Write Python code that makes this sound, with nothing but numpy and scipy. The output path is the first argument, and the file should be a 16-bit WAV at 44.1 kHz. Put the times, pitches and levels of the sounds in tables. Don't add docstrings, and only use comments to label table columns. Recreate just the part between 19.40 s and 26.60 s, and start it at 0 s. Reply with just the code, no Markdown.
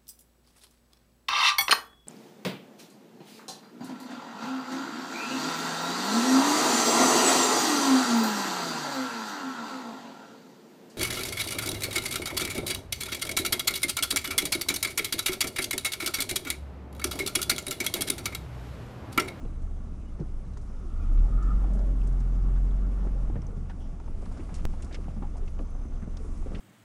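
import sys
import numpy as np
from scipy import signal
from scipy.io import wavfile
from scipy.ndimage import uniform_filter1d

SR = 44100
rng = np.random.default_rng(int(sys.argv[2]) if len(sys.argv) > 2 else 0)


def to_linear_factor(level_db):
    exponent = np.asarray(level_db, float) / 20
    return 10 ** exponent


def file_out(sig):
    cols = np.atleast_2d(sig).T
    lim = np.clip(cols, -1, 1)
    pcm = np.round(lim * 32767).astype(np.int16)
    wavfile.write(sys.argv[1], SR, pcm)


N = 317520
TIME = np.arange(N) / SR


def rms_one(x):
    return x / np.sqrt(np.mean(x ** 2) + 1e-20)


def in_time(rows):
    s, value = np.transpose(rows)
    return np.interp(TIME, s, value)


def at_hz(points, hz):
    table_hz, db = np.transpose(points)
    return np.interp(np.log(hz), np.log(table_hz), db)


def swell(s, rise_s, fall_s):
    return np.exp(-((TIME - s) / np.where(TIME < s, rise_s, fall_s)) ** 2)


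def drift(rate):
    r = np.exp(-80 * np.pi * rate / SR)
    white = rng.standard_normal(N // 40 + 2002)
    slow = signal.lfilter([1], [1, -2 * r, r * r], white)[2000:]
    return np.interp(np.arange(N) / 40, np.arange(len(slow)), rms_one(slow))


def wave(hz):
    return np.sin(2 * np.pi * np.cumsum(hz) / SR)


def resonate(x, hz, width_hz):
    r = np.exp(-np.pi * width_hz / SR)
    feedback = [1, -2 * r * np.cos(2 * np.pi * hz / SR), r * r]
    return signal.lfilter([(1 - r * r) / 2, 0, (r * r - 1) / 2], feedback, x)


def band(x, low_hz, high_hz):
    sos = signal.butter(2, [low_hz, min(high_hz, .45 * SR)], "band", fs=SR, output="sos")
    return signal.sosfilt(sos, x)


def banded_noise(spectrum, patchy_db, flicker):
    hz = np.transpose(spectrum)[0]
    edges = hz[0] * 2 ** np.arange(0, np.log2(hz[-1] / hz[0]), 1 / 3)
    out, together, white = 0, drift(flicker), rng.standard_normal((2, N))
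    for k, (low, high) in enumerate(zip(edges, edges[1:])):
        level_db = at_hz(spectrum, np.sqrt(low * high))
        flicker_db = patchy_db * (0.61 * together + drift(flicker))
        out = out + to_linear_factor(level_db + flicker_db) * band(white[k % 2], low, high)
    return rms_one(out)


def add(out, s, piece):
    at = round(s * SR)
    out[at:at + len(piece)] += piece[:N - at]


def whistles(rows):
    out = np.zeros(N)
    for s, length, hz, glide_hz, db in rows:
        t = TIME[:round(length * SR)]
        rough = 1 + 3 * band(rng.standard_normal(SR // 4), 30, 200)[-len(t):]
        tone = np.sin(2 * np.pi * (hz * t + glide_hz * t * t / length / 2))
        add(out, s, np.sqrt(2) * to_linear_factor(db) * rough * np.sin(np.pi * t / length) * tone)
    return out


def blows(rows, rise, octaves, click, ring=0):
    out, t, half = np.zeros(N), TIME[:SR // 4], 2 ** (np.clip(octaves, .15, 3.5) / 2)
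    for s, db, hz, length in rows:
        tail = 0.032 * np.exp(-t / (4.2 * length))
        shape = (1 - np.exp(-t / rise)) * (np.exp(-(t / length) ** 2) + tail)
        strength = np.sqrt(np.sum(shape ** 2))
        push = shape * rng.standard_normal(len(t))
        push[round(rise * SR)] += click * strength
        push += ring * np.sqrt(hz / SR) * shape * np.sin(2 * np.pi * hz * t)
        burst = band(push, hz / half, hz * half)
        burst += 0.029 * band(push, hz / half / 3, hz / half)
        add(out, s - rise, to_linear_factor(db) * burst * strength / np.sqrt(np.sum(burst ** 2)))
    return out


def far_cricket():
    # (time [s], level [dB])
    chirps = [(.06, -79), (.13, -78), (.451, -79), (.52, -82), (.59, -80), (1.04, -79), (1.12, -80),
              (1.19, -82), (1.5, -81), (1.629, -79)]
    return whistles([(s, .05, 4120, -420, db - 0.5) for s, db in chirps])


def near_cricket():
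    # (time [s], level [dB])
    trill = [
        (0, -83),
        (2.2, -84.5),
        (4, -88),
        (5.9, -86),
        (6.2, -80),
        (6.3, -74),
        (6.65, -74.5),
        (6.78, -82),
        (7.2, -84),
    ]
    note_hz, width_hz, throbs_per_s = 6115, 250, 42.7
    turn = 2 * np.pi * throbs_per_s * TIME + .5
    gate = np.exp(.8 * np.cos(turn) + .5 * np.cos(3 * turn))
    waver = 2.4 * np.sin(turn + 1) + 1.5 * drift(10)
    note = np.sin(2 * np.pi * note_hz * TIME + waver)
    note += .5 * rms_one(resonate(rng.standard_normal(N), note_hz, width_hz))
    return to_linear_factor(in_time(trill)) * rms_one(gate * note)


def noise_gain(firing_hz, idle_db, doubling_db, ground_share):
    # (time [s], level over smooth going [dB])
    ground = [(0, 1.5), (.3, 0), (1.4, 1), (1.8, 2), (2.3, 2), (2.9, 1.5), (3.6, 1), (4.0, 0.5), (4.6, 0.5),
              (5.0, 4.5), (5.3, 3.5), (5.6, 3.5), (5.85, 1.5), (6.1, 1.5), (6.3, 1), (6.7, 1.5), (7.0, 2.5),
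              (7.2, 7)]
    return to_linear_factor(idle_db + doubling_db * np.log2(firing_hz / 28) + ground_share * in_time(ground))


def hiss(firing_hz):
    # (frequency [Hz], level [dB per Hz])
    spectrum = [(1180, -23), (2000, 1.5), (4380, -7), (6000, -1.5), (8210, -9.5), (9860, 12), (10500, -4),
                (11500, -43), (15000, -59), (22000, -120)]
    return noise_gain(firing_hz, -70, 1.7, 1.4) * banded_noise(spectrum, patchy_db=1.14, flicker=15.4)


def roar(firing_hz):
    # (frequency [Hz], level [dB per Hz])
    spectrum = [(220, -16), (380, -6), (520, -9), (667, -9), (998, -15.5), (1120, -13), (1390, -15),
                (1820, -32.5), (2600, -35.5), (3380, -33.5), (5720, -120)]
    # (frequency [Hz], width [Hz], level [dB])
    bulkhead = [(1129, 27, -16), (1415, 77, -22), (1796, 27, -39), (2090, 200, -23.5)]
    throb = 1 + 0.087 * np.cos(2 * np.pi * np.cumsum(firing_hz) / SR)
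    noise = banded_noise(spectrum, patchy_db=1.2, flicker=10.6)
    for hz, width_hz, db in bulkhead:
        noise += to_linear_factor(db) * rms_one(resonate(rng.standard_normal(N), hz, width_hz))
    return noise_gain(firing_hz, -58, 7.1, 0.76) * throb * noise


def rumble(firing_hz):
    # (frequency [Hz], level [dB per Hz])
    spectrum = [(24, -22.5), (40, -10.5), (62, -9), (95, -7.5), (129, -11), (246, -12), (500, -33),
                (650, -71), (1100, -120)]
    return noise_gain(firing_hz, -47, 6.1, 0.82) * banded_noise(spectrum, patchy_db=1.0, flicker=23.0)


def rocking():
    # (frequency [Hz], wander [Hz], level [dB])
    mounts = [(18.7, 0.24, -3.5), (23.7, 1.27, -6), (35.5, 1.867, -10), (45.26, 2.186, -11)]
    # (time [s], level [dB])
    sways = [(.2, -42), (.95, -40), (1.5, -37.5), (2.0, -36), (2.6, -37), (3.202, -36), (3.8, -33),
             (4.8, -32), (5.25, -32), (6.0, -34.5), (6.45, -41.5), (7.0, -34)]
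    sway_s, always_db = 0.14, -45
    strength = to_linear_factor(always_db) + sum(to_linear_factor(db) * swell(s, sway_s, sway_s) for s, db in sways)
    motion = 0
    for hz, wander_hz, db in mounts:
        motion = motion + to_linear_factor(db + 1.0 * drift(1.8)) * wave(hz + wander_hz * drift(2.07))
    return strength * rms_one(motion)


def rustle():
    # (time [s], level [dB], pitch [Hz], length [s])
    rows = [
        (6.8, -67, 7400, 0.18),
        (6.92, -68, 7440, 0.17),
    ]
    return blows(rows, rise=0.027, octaves=.8, click=0)


def squeaks():
    # (time [s], length [s], pitch [Hz], glide [Hz], level [dB])
    rows = [(0.47, 0.12, 2600, -140, -80), (.56, .09, 2640, 50, -78), (0.65, 0.06, 2900, 30, -72),
            (.58, .07, 2520, 0, -78), (1.93, .23, 1745, 60.5, -68), (2.17, .16, 1795, 0, -70.5),
            (3.52, .19, 1790, 0, -68.5), (2, .08, 1640, 20, -70), (0.29, 0.13, 3360, 2, -84),
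            (1.595, 0.06, 2490, -68, -68), (1.61, 0.063, 3350, 2, -76), (1.739, 0.0034, 10000, 2, -59.5),
            (1.4, .004, 9900, 0, -64), (1.848, 0.0035, 9900, 9, -62), (6.445, .012, 10020, 0, -76),
            (6.1, 0.01204, 10080, 2, -73), (6.146, .012, 10180, 0, -78), (6.2, 0.017, 10100, -3, -70),
            (6.3, 0.013, 10100, 0, -68)]
    return whistles(rows)


def creaks():
    # (time [s], level [dB], pitch [Hz], length [s])
    rows = [(1.0, -47.5, 124, .25), (.05, -46, 124.6, .15), (1.1, -44, 88, .2), (3.2, -40, 93, 0.093),
            (4.17, -41, 130, 0.096), (6.62, -46, 128, .08), (3.58, -40, 160, .06), (5.7, -43, 124, .1),
            (5.3, -39, 160, .06), (7.11, -40, 210, .05)]
    return blows(rows, rise=.02, octaves=0.37, click=0, ring=1.1)


def groans():
    # (time [s], level [dB], pitch [Hz], length [s])
    rows = [(1.7, -47.5, 274, 0.13), (3.74, -50.5, 520, 0.064), (1.43, -51.5, 320, 0.092),
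            (4.1, -54.5, 460, 0.11), (1.85, -52.5, 806, 0.04), (2.1, -44, 186.5, 0.09),
            (2.85, -45, 175, 0.22), (2.4, -50, 382, .1), (2.28, -40.5, 189, 0.13), (2.3, -51, 586, 0.39),
            (2.45, -50, 268, 0.3), (4.405, -66.5, 3085, 0.068), (4.42, -69, 5560, 0.051),
            (5.05, -30, 37.3, 0.058), (5.995, -48, 390, 0.061), (6.8, -48, 435, 0.029),
            (6.848, -42.5, 405, 0.022)]
    return blows(rows, rise=0.0072, octaves=0.29, click=0.28)


def ticks():
    # (time [s], level [dB], pitch [Hz], length [s])
    rows = [(.22, -67, 7490, .014), (1.135, -64, 4910, .008), (1.173, -56, 5600, 0.01),
            (1.215, -65.5, 6590, 0.024), (2.026, -58.5, 5510, 0.013), (2.336, -62.5, 7380, 0.031),
            (2.391, -56, 5370, 0.0055), (2.673, -54.5, 7200, 0.009), (2.794, -62, 6020, .005),
            (2.803, -58, 6000, .01), (4.02, -59, 6500, 0.0039), (4.067, -62, 7000, 0.0038),
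            (2.694, -60, 7500, .003), (2.726, -63, 6500, .008), (.8, -64, 4800, 0.012),
            (4.297, -63, 4023, .017), (4.6, -62, 5370, 0.0054), (4.818, -68, 5770, 0.019),
            (4.857, -55.5, 3785, 0.0052), (4.921, -59, 6030, 0.0076), (4.974, -62, 5024, 0.018),
            (5.143, -51, 6230, 0.027), (5.172, -65, 5490, .023), (5.423, -51, 6210, 0.012),
            (5.446, -54, 5890, .01), (5.527, -58.5, 4960, 0.035), (5.545, -47, 4300, 0.012),
            (5.746, -67, 5270, 0.0098), (5.969, -61, 6100, 0.018), (5.982, -67, 7000, .01),
            (6.22, -70, 6000, .01), (6.187, -68, 4500, 0.023), (6.77, -49.5, 4370, 0.0087),
            (6.976, -65, 6350, 0.021), (7.151, -54, 3556, 0.0076)]
    return blows(rows, rise=0.0013, octaves=1.0, click=0.47)


def pings():
    # (time [s], level [dB], pitch [Hz], length [s])
    rows = [(2.616, -49.5, 2800, 0.0029), (2.638, -62, 4900, .003), (3.1, -66, 8200, .004),
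            (3.31, -59, 3350, .004), (3.672, -52, 775, .012), (4.085, -48, 474, .01),
            (3.958, -56, 1750, .02), (4.02, -56, 5500, 0.0047), (4.067, -52.5, 6140, 0.0047),
            (5.834, -47.5, 830, 0.024), (5.51, -49, 620, .008), (4.297, -57, 1630, 0.02),
            (4.3, -62, 2900, .014), (4.313, -55.5, 1480, 0.016), (4.3, -58, 890, 0.008),
            (3.958, -64, 2300, .015), (7.026, -52, 680, 0.0037), (7.067, -45, 484, .012),
            (5.957, -50, 660, 0.013)]
    return blows(rows, rise=0.001, octaves=0.33, click=1.0, ring=1.1)


def clacks():
    # (time [s], level [dB], pitch [Hz], length [s])
    rows = [(.05, -64, 2900, 0.013), (.02, -66, 2600, .008), (1.17, -55, 1290, 0.011),
            (1.295, -55, 1140, 0.011), (1.775, -58, 2500, 0.0087), (1.79, -62, 3000, .012),
            (.796, -63, 2200, 0.0055), (3.672, -61, 1900, 0.0087), (4.018, -57, 2400, 0.0044),
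            (4.599, -61, 1700, .008), (4.812, -69, 1920, .01), (5.093, -58, 1700, .015),
            (5.331, -61, 2550, .006), (5.642, -59, 1800, .008), (6.974, -65, 1850, .008),
            (3.161, -57, 1262, 0.029), (3.956, -65, 1960, 0.015), (4.296, -56.5, 1900, 0.016),
            (4.64, -63, 2780, 0.0055), (4.859, -56, 1163, 0.012), (4.972, -51.5, 1280, .012),
            (4.995, -58, 1978, 0.02), (5.141, -57, 2566, .028), (5.183, -59, 2205, .022),
            (5.404, -53, 1387, 0.0053), (5.425, -56.5, 2470, 0.012), (5.511, -56, 1790, 0.04),
            (5.528, -53, 3000, 0.011), (5.545, -44.5, 2090, 0.015), (5.651, -60, 1088, 0.021),
            (5.684, -60, 2300, 0.013), (5.826, -58, 2188, 0.0078), (6.06, -66, 6000, .008),
            (6.076, -53, 2080, 0.0096), (6.078, -63, 5200, .008), (6.19, -54.5, 2190, 0.0074),
            (6.621, -56, 1490, 0.023), (6.77, -55, 1488, 0.0061), (7.149, -47, 2280, 0.015)]
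    return blows(rows, rise=0.00119, octaves=0.87, click=0.33)


def knocks():
    # (time [s], level [dB], pitch [Hz], length [s])
    rows = [(.013, -56, 960, 0.02), (.051, -48, 630, 0.0056), (2.241, -42.5, 690, 0.012),
            (2.392, -50, 640, 0.021), (.252, -54, 680, .008), (.543, -56, 690, .008),
            (.792, -55, 700, .008), (1.171, -52, 900, .008), (2.673, -50, 520, 0.0091),
            (3.372, -53, 650, .008), (3.589, -44, 497, 0.0087), (3.647, -45, 550, 0.0097),
            (3.672, -50, 1100, 0.012), (4.04, -52, 480, 0.011), (4.414, -56, 670, .008),
            (4.915, -50.5, 785, .015), (4.973, -48, 550, 0.011), (5.097, -48, 520, 0.01),
            (5.51, -51, 480, .008), (5.543, -49, 484, 0.012), (6.417, -51, 595, 0.0091),
            (6.675, -49, 520, 0.0091), (6.766, -49, 480, .008), (3.899, -42.5, 550, 0.008),
            (3.955, -47, 524, 0.012), (3.955, -52, 1000, 0.0072), (4.025, -58, 1120, 0.022),
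            (4.299, -45.5, 740, 0.011), (4.6, -47.5, 750, 0.0099), (4.678, -44, 785, 0.0065),
            (4.824, -45.5, 560, 0.014), (4.86, -50, 990, 0.011), (5.092, -51.5, 876.5, 0.032),
            (5.338, -43.5, 680, 0.0082), (5.57, -54, 703, 0.016), (5.682, -38.5, 680, 0.0044),
            (5.765, -53, 720, 0.02), (5.823, -43.5, 890, 0.016), (5.957, -51, 755, 0.018),
            (6.19, -46, 550, 0.028), (6.193, -50, 1150, 0.018), (6.35, -52, 690, .014),
            (7.026, -45, 865, 0.0039), (7.065, -53, 602, .015)]
    return blows(rows, rise=0.001164, octaves=0.72, click=0.79, ring=0.82)


def thuds():
    # (time [s], level [dB], pitch [Hz], length [s])
    rows = [(.03, -38, 225, 0.023), (.05, -39.5, 380, 0.011), (3.668, -37, 300, 0.013),
            (3.93, -32.5, 131, .015), (.81, -35, 105, .02), (5.83, -38.5, 333, 0.01),
            (6.21, -37, 240, .015), (.795, -34, 330, 0.0068), (.812, -33, 322, 0.014),
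            (.803, -29, 155, 0.029), (3.898, -35, 280, 0.01), (3.957, -44.5, 480, 0.034),
            (3.958, -30, 134, 0.027), (3.99, -29.5, 156, 0.0084), (4.172, -29, 175, 0.0069),
            (4.21, -37.5, 130, 0.022), (4.527, -35.5, 152, 0.013), (4.698, -38, 220, 0.0093),
            (5.125, -35.5, 160, 0.011), (4.995, -39, 284, 0.029), (5.587, -42.5, 360, 0.015),
            (5.684, -30, 159.9, 0.0084), (5.765, -34.5, 200, .012), (5.783, -33, 184, 0.014),
            (5.44, -42, 258, 0.0088), (5.82, -31.5, 213, 0.0089), (2.36, -34, 193, 0.02),
            (6.89, -37, 216, 0.0075), (6.198, -38, 273, 0.02), (6.453, -31.5, 207, 0.007),
            (6.623, -31.5, 190, 0.012), (6.676, -29.5, 157, 0.0091), (7.061, -32, 330, 0.007),
            (7.118, -46.5, 420, 0.073), (7.141, -29.5, 185, 0.011), (7.192, -39, 480, .006)]
    return blows(rows, rise=0.001975, octaves=0.78, click=1.23, ring=1.47)


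def loose_panel(firing_hz):
    # (frequency [Hz], width [Hz], level [dB])
    modes = [(1170, 40, -3), (1250, 45, 0), (1320, 50, -3), (1400, 40, -3), (1780, 30, -16)]
    # (time of the peak [s], level [dB], swell [s], fade [s])
    rattles = [
        (1.5, -62.5, 0.099, 0.062),
        (1.8, -70, 0.031, 0.1),
        (1.62, -57.5, 0.06, 0.14),
        (1.95, -54.5, 0.062, 0.079),
        (2.03, -52, 0.04, 0.028),
        (2.1, -44.5, 0.038, 0.037),
        (2.2, -57, 0.045, 0.056),
    ]
    touch_hz = 2 * firing_hz * to_linear_factor(1.2 * drift(30))
    touches = np.diff(np.floor(np.cumsum(touch_hz) / SR), prepend=0)
    hits = touches * to_linear_factor(1.1 * rng.standard_normal(N)) * rng.choice([-1, 1], N)
    hits += 0.094 * rng.standard_normal(N)
    rings = 0
    for k, (hz, width_hz, db) in enumerate(modes):
        ringing = resonate(resonate(hits, hz, width_hz), hz, 3 * width_hz)
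        rings = rings + (-1) ** k * to_linear_factor(db) * ringing
    strength = sum(to_linear_factor(db) * swell(s, rise_s, fall_s) for s, db, rise_s, fall_s in rattles)
    return strength * rms_one(rings)


def engine_speed():
    # (time [s], firing rate [Hz])
    speed = [(.3, 29.5), (.9, 27.6), (1.38, 26), (1.6, 30), (1.75, 34.35), (1.9, 42.06), (2.15, 46.5),
             (2.75, 42.8), (3.05, 43.2), (3.62, 46), (3.85, 42.6), (4.2, 31.5), (4.6, 28), (5.15, 29.6),
             (5.4, 28.7), (5.85, 30), (6.4, 28.6), (7.2, 29.8)]
    return in_time(speed)


def engine(firing_hz):
    # (time [s], level [dB])
    firing_level = [(0, -37.5), (.2, -33), (.55, -38), (1.35, -38), (1.6, -30), (1.7, -22.8), (1.8, -20.3),
                    (1.9, -22.8), (2.2, -23.2), (2.7, -25), (3.1, -23), (3.68, -26.5), (3.92, -30),
                    (4.04, -35.5), (4.4, -36), (4.75, -42), (5.7, -34), (7.2, -34.5)]
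    # (multiple of firing rate, level when pulling [dB], gain per doubling of speed [dB])
    orders = [(.5, -39, 28), (1.5, -48, 10), (2, -48, -4), (2.5, -46, 4), (3, -50, 11.5), (3.5, -48.5, 9),
              (4, -53, 4), (4.5, -57, 19.5), (5, -66.5, 4), (5.5, -56.5, 13), (6, -58.5, 0.5), (7, -62, 6),
              (8, -61.5, 1)]
    # (frequency [Hz], level [dB])
    cab = [(20, -0.5), (40, -3), (52, 3.5), (58, 1), (66, -2), (75, 7.5), (86, 3), (92, -5), (112, -9),
           (129, 10), (137, -1), (160, -12.5), (180, 5), (270, -2.5)]
    floor_hz, floor_t60_s, floor_db = 34.3, 2.0, 3.9
    turn = 2 * np.pi * np.cumsum(firing_hz) / SR

    def tone(k, db, wobble_db):
        gain = np.sqrt(2) * to_linear_factor(db + wobble_db * drift(6.5))
        return gain * np.sin(k * turn + rng.uniform(0, 2 * np.pi))

    uneven_db = .5 + 1.5 * np.clip((31 - firing_hz) / 2, 0, 1)
    firing = tone(1, in_time(firing_level), uneven_db)
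    floor_width_hz = np.log(1000) / np.pi / floor_t60_s
    out = firing + to_linear_factor(floor_db) * resonate(firing, floor_hz, floor_width_hz)
    pick_up = uniform_filter1d(np.gradient(np.log2(firing_hz)) * SR, size=SR // 10)
    pull_db = 3 * np.maximum(pick_up, 0)
    for k, db, load_db in orders:
        level_db = db + load_db * np.log2(firing_hz / 44) + at_hz(cab, k * firing_hz)
        if k < 3 or k > 7:
            level_db = level_db + pull_db
        out += tone(k, level_db, wobble_db=1.6)
    return out


def scene():
    firing_hz = engine_speed()
    outside = far_cricket() + near_cricket()
    body = hiss(firing_hz) + roar(firing_hz) + rumble(firing_hz) + rocking()
    strained = rustle() + squeaks() + creaks() + groans()
    struck = ticks() + pings() + clacks() + knocks() + thuds()
    return (outside + body + strained + struck + loose_panel(firing_hz) + engine(firing_hz))[None]


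def band_limit(x):
    return signal.sosfilt(signal.butter(12, 16820, fs=SR, output="sos"), x)


def record(dry):
    x = signal.sosfilt(signal.butter(8, 10600, fs=SR, output="sos"), dry)
    x = signal.sosfilt(signal.cheby2(12, 30, 12300, fs=SR, output="sos"), x)
    gap_s, lift_db, drop_db, fade_s = 5.25328, -29.5, -20.5, 0.013
    fade = np.exp(-np.abs(TIME - gap_s) / fade_s)
    x = x + np.where(TIME < gap_s, to_linear_factor(lift_db), -to_linear_factor(drop_db)) * fade
    x = signal.sosfiltfilt(signal.cheby2(10, 40, 17100, fs=SR, output="sos"), x)
    return band_limit(x)


dry = scene()
out = record(dry)
file_out(out)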